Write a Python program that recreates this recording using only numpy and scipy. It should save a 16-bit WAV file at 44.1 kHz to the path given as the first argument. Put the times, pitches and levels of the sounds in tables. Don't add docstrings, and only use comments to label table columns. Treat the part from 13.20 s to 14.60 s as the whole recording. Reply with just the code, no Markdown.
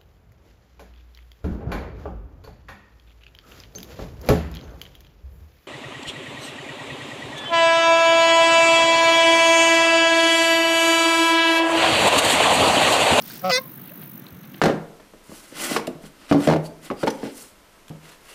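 import sys
import numpy as np
from scipy import signal
from scipy.fft import rfft, irfft
from scipy.io import wavfile

SR = 44100
rng = np.random.default_rng(int(sys.argv[2]) if len(sys.argv) > 2 else 0)


def master(y):
    cut = np.clip(np.atleast_2d(y).T, -1, 1)
    pcm = np.round(cut * 32767)
    wavfile.write(sys.argv[1], SR, pcm.astype(np.int16))


N = 61739
T = np.arange(N) / SR

# (time [s], frequency [Hz])
VOICE_PITCH = [(.23, 550.3), (.268, 557.2), (.287, 567), (.3, 527.4), (.313, 500.6), (.36, 506.3),
               (.373, 511.2), (.382, 536), (.4, 517)]
# (time [s], level [dB])
GRUNT_LEVEL = [(.222, -51), (.235, -39), (.246, -22), (.292, -23.5), (.304, -18), (.314, -28), (.325, -66),
               (.39, -47)]
# (time [s], level [dB])
RASP_LEVEL = [(.232, -62), (.246, -38.5), (.288, -45), (.298, -29), (.316, -22), (.33, -47), (.37, -51),
              (.4, -68)]
# (time [s], level [dB], source tilt [dB/octave])
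HONK_ENVELOPE = [(.29, -78.5, -18), (.304, -23, -18), (.316, -18.5, -2), (.335, -18.5, 2), (.362, -19, 3.3),
                 (.374, -21, 1.7), (.384, -18.5, -1.5), (.393, -23.5, -9), (.406, -45, -38)]
# (frequency [Hz], relative gain [dB])
GRUNT_THROAT = [(90, -62), (185, -4), (370, -17), (555, 2.5), (740, 2), (925, -23), (1110, -7),
                (1300, -1.5), (1650, -33), (2200, -16.5), (3100, -27), (5800, -28), (10000, -80)]
RASP_THROAT = [(80, -45), (900, -24.5), (1250, 5), (1550, -6), (2900, 0.5), (3600, -15), (4600, 1.5),
               (5400, -3.5), (6100, -13), (7300, -14.5), (9500, -27.5), (16000, -31)]
HONK_THROAT = [(250, -9.5), (505, 3), (1000, -8.5), (1270, 5.5), (1520, -5), (2020, 2.5), (2530, -6),
               (3030, -29), (3540, -9.5), (4500, -7.5), (6500, -13.5), (7600, -23), (8600, -19.5),
               (10500, -34), (16000, -59)]
# (time [s], opening [0-1])
BILL_OPENING = [(.32, 0), (.34, 0.27), (.365, 0.85), (.39, 0.9)]
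# (shut centre [Hz], open centre [Hz], half-width [Hz], gain [dB])
BILL_MODES = [(4330, 3690, 730, 7), (4870, 5670, 180, 10.5), (8100, 7040, 400, -30)]
# (peak time [s], half-length [s], level [dB], cutoff [Hz])
SPLASHES = [(0.125, 0.093, -44.5, 9150), (0.681, 0.036, -53.5, 3670), (.831, 0.017, -49.5, 3330),
            (1.245, 0.018, -53, 3650), (1.3459, 0.003, -42.5, 3370), (1.39, .07, -55, 3130)]
# (frequency [Hz], relative level [dB])
SPRAY_SPECTRUM = [(300, -4), (1500, -3.5), (5000, 0), (7500, -7), (16000, 8)]
# (time [s], starting pitch [Hz], level [dB], time to fall 20 dB [s])
DRIPS = [(0.0227, 5000, -23.5, 0.0011), (0.095, 5970, -34, 0.0017), (0.1022, 1493, -35, 0.012),
         (.108, 4400, -31, 0.0066), (0.194, 5400, -33.5, 0.0046), (0.218, 1600, -41, 0.0091),
         (0.584, 1552, -42.5, 0.01), (0.6945, 2590, -40.5, 0.0094), (0.7206, 1480, -34.5, 0.0032),
         (1.0669, 3710, -31, 0.0029), (1.087, 3800, -36.5, 0.0022)]
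# (time [s], length [s], first pitch [Hz], last pitch [Hz], level [dB])
LARGE_BUBBLE = (.698, .044, 470, 730, -45.5)
# (frequency [Hz], gain [dB])
SHORE_RESPONSE = [(200, -24.5), (520, -12.5), (880, -11.5), (1060, 4.5), (1350, -24), (4000, -20),
                  (9000, -16)]
# (delay [s], gain on top of the shore response [dB])
ECHOES = [(0.027, -10.5), (.068, -20), (.156, -28.5)]
# (start [s], end [s], time of one stroke [s], stroke rate [Hz], level then [dB], fade [dB/s])
KATYDIDS = [(-.1, 1.0, .499, 50.05, -41, 2), (-.1, 1.5, 1.213, 47, -50.5, -6)]
# (frequency [Hz], relative level [dB])
SONG_SPECTRA = [
    [(5000, -26.5), (8000, -36), (9500, -15.5), (12000, -12.5), (12800, -3), (13700, -4.5), (14500, 3.5),
     (15500, -3.5)],
    [(5000, -15), (6400, -5.5), (7200, -29), (11000, -9.5), (13400, 2.5), (15500, -2)],
]
# (time [s], level [dB])
BUMP_LEVEL = [(1.1, -82), (1.13, -43), (1.17, -59), (1.4, -76)]
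# (frequency [Hz], relative level [dB])
BUMP_SPECTRUM = [(25, -37), (95, 30), (300, -35)]
# (frequency [Hz], relative level [dB])
RUMBLE_SPECTRUM = [(25, -64), (95, -19), (135, -0.5), (185, -0.5), (310, -8), (430, -16.5), (800, -21.5),
                   (1400, -20), (4000, -31), (5000, -44.5), (16000, -34)]


def goose(grunt_jitter=.008, honk_jitter=.0024, cycles_per_grunt_pulse=3):
    hz = curve(VOICE_PITCH)
    grunt_gain, honk_gain = amp(curve(GRUNT_LEVEL)), amp(curve(HONK_ENVELOPE))
    grunt_share = grunt_gain / (grunt_gain + honk_gain)
    jitter = (grunt_share * grunt_jitter + (1 - grunt_share) * honk_jitter) * wander(hz=242)
    cycles = np.cumsum(hz * (1 + jitter)) / SR
    return grunt(cycles / cycles_per_grunt_pulse) - honk(cycles, hz)


def grunt(cycles, puff_cycles=.45, puff_floor=.35, snap_db=-10, shimmer_db=2.5):
    pulses = unit(sum(np.cos(2 * np.pi * k * cycles) for k in range(1, 60)))
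    puffs = unit((puff_floor + np.exp(-(cycles % 1) / puff_cycles)) * rng.standard_normal(N))
    shimmer = amp(shimmer_db * wander(hz=110))
    rasp = colour((puffs + amp(snap_db) * pulses) * shimmer, RASP_THROAT)
    return level(GRUNT_LEVEL) * unit(colour(pulses, GRUNT_THROAT)) + level(RASP_LEVEL) * unit(rasp)


def honk(cycles, hz, knee_hz=2000, smear_s_per_hz=2e-7, strain_at_s=.369, strain_width_s=.01):
    tilt, opening = curve(HONK_ENVELOPE, column=2), curve(BILL_OPENING)
    alternation = np.exp(-((T - strain_at_s) / strain_width_s) ** 2) * np.cos(np.pi * cycles)
    strained_cycles = cycles + .0068 * alternation
    pulses = np.zeros(N)
    for k in range(1, 28):
        harmonic_hz = k * hz
        db = tilt * np.log2(np.hypot(1, harmonic_hz / knee_hz))
        for shut_hz, open_hz, width_hz, mode_db in BILL_MODES:
            centre_hz = shut_hz + opening * (open_hz - shut_hz)
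            db += mode_db * np.exp(-((harmonic_hz - centre_hz) / width_hz) ** 2)
        phase_lag = np.pi * smear_s_per_hz * harmonic_hz ** 2
        pulses += amp(db) * np.cos(2 * np.pi * k * strained_cycles - phase_lag)
    voice = colour(pulses * (1 + .14 * alternation), HONK_THROAT)
    gain = level(HONK_ENVELOPE)
    return gain * voice / np.sqrt(np.average(voice ** 2, weights=gain ** 2))


def splashes(drops_per_s=4000, spread_db=4):
    impacts = (rng.random(N) < drops_per_s / SR) * rng.choice([-1, 1], N)
    strengths = amp(spread_db * np.minimum(rng.exponential(1, N), 4))
    spray = colour(impacts * strengths, SPRAY_SPECTRUM)
    out = np.zeros(N)
    for peak_s, width_s, db, cutoff_hz in SPLASHES:
        soft_spray = signal.sosfilt(signal.butter(4, cutoff_hz, fs=SR, output="sos"), spray)
        out += amp(db) * np.exp(-((T - peak_s) / width_s) ** 2) * unit(soft_spray)
    return out


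def drips(attack_s=.00013, rise_per_ring=.166):
    out = np.zeros(N)
    for start, hz, db, ring_s in DRIPS:
        age = np.maximum(T - start, 0)
        envelope = amp(db - 20 * age / ring_s) * (1 - np.exp(-age / attack_s))
        out += envelope * np.sin(2 * np.pi * hz * age * (1 + rise_per_ring * age / ring_s / 2))
    return out


def large_bubble():
    start, length, first_hz, last_hz, db = LARGE_BUBBLE
    progress = np.clip((T - start) / length, 0, 1)
    hz = first_hz + progress * (last_hz - first_hz)
    return amp(db) * np.sin(np.pi * progress) * np.sin(2 * np.pi * np.cumsum(hz) / SR)


def shore(x, onset_s=.0019, bank_db=-21, bank_t60_s=.079, lake_db=-41, lake_t60_s=.25):
    bank = amp(bank_db - 60 * T / bank_t60_s) / np.sqrt(bank_t60_s)
    lake = amp(lake_db - 60 * T / lake_t60_s) / np.sqrt(lake_t60_s)
    energy_scale = np.sqrt(2 * np.log(1000) / SR)
    tail = noise(SHORE_RESPONSE) * (bank + lake) * (T > onset_s) * energy_scale
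    reflected = colour(x, SHORE_RESPONSE)
    echoes = sum(amp(db) * np.interp(T - delay, T, reflected, left=0) for delay, db in ECHOES)
    return signal.fftconvolve(x, tail)[:N] + echoes


def katydids(stroke_db=8, sharpness=1.3, tooth_db=1.1):
    out = np.zeros(N)
    for (start, end, stroke_s, stroke_hz, db, fade), spectrum in zip(KATYDIDS, SONG_SPECTRA):
        strokes = np.tanh(sharpness * np.cos(2 * np.pi * stroke_hz * (T - stroke_s)))
        scrape = amp(stroke_db * strokes + tooth_db * wander(hz=600)) * rng.standard_normal(N)
        envelope = amp(db - fade * (T - stroke_s)) * (T > start) * (T < end)
        out += envelope * unit(colour(scrape, spectrum))
    return out


def low_bump():
    return level(BUMP_LEVEL) * noise(BUMP_SPECTRUM)


def rumble(db=-43, waver_db=.84):
    return amp(db + waver_db * wander(hz=6)) * noise(RUMBLE_SPECTRUM)


def amp(db):
    return 10 ** (np.asarray(db) / 20)


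def unit(x):
    return x / np.sqrt(np.mean(x ** 2) + 1e-20)


def curve(rows, column=1):
    rows = np.array(rows)
    return np.interp(T, rows[:, 0], rows[:, column])


def level(rows):
    return amp(curve(rows)) * (T >= rows[0][0]) * (T <= rows[-1][0])


def colour(x, response, size=4096):
    hz, db = np.transpose(response)
    bin_hz = abs(np.fft.fftfreq(size, 1 / SR))
    log_gain = np.log(amp(np.interp(np.log(bin_hz + 1), np.log(hz), db)))
    impulse_response = np.fft.ifft(np.exp(np.conj(signal.hilbert(log_gain)))).real
    return signal.fftconvolve(x, impulse_response[:size // 2])[:len(x)]


def noise(spectrum):
    return unit(colour(rng.standard_normal(N), spectrum))


def wander(hz):
    low_pass = np.exp(-(np.fft.rfftfreq(N, 1 / SR) / hz) ** 2)
    return unit(irfft(rfft(rng.standard_normal(N)) * low_pass, N))


def scene():
    near = goose() + splashes() + drips() + large_bubble()
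    return (near + shore(near) + katydids() + rumble() + low_bump())[None]


def record(dry, cutoff_hz=15850):
    low_pass = signal.firwin(511, cutoff_hz, window=("kaiser", 9), fs=SR)
    return signal.oaconvolve(dry, low_pass[None], "same")


dry = scene()
out = record(dry)
master(out)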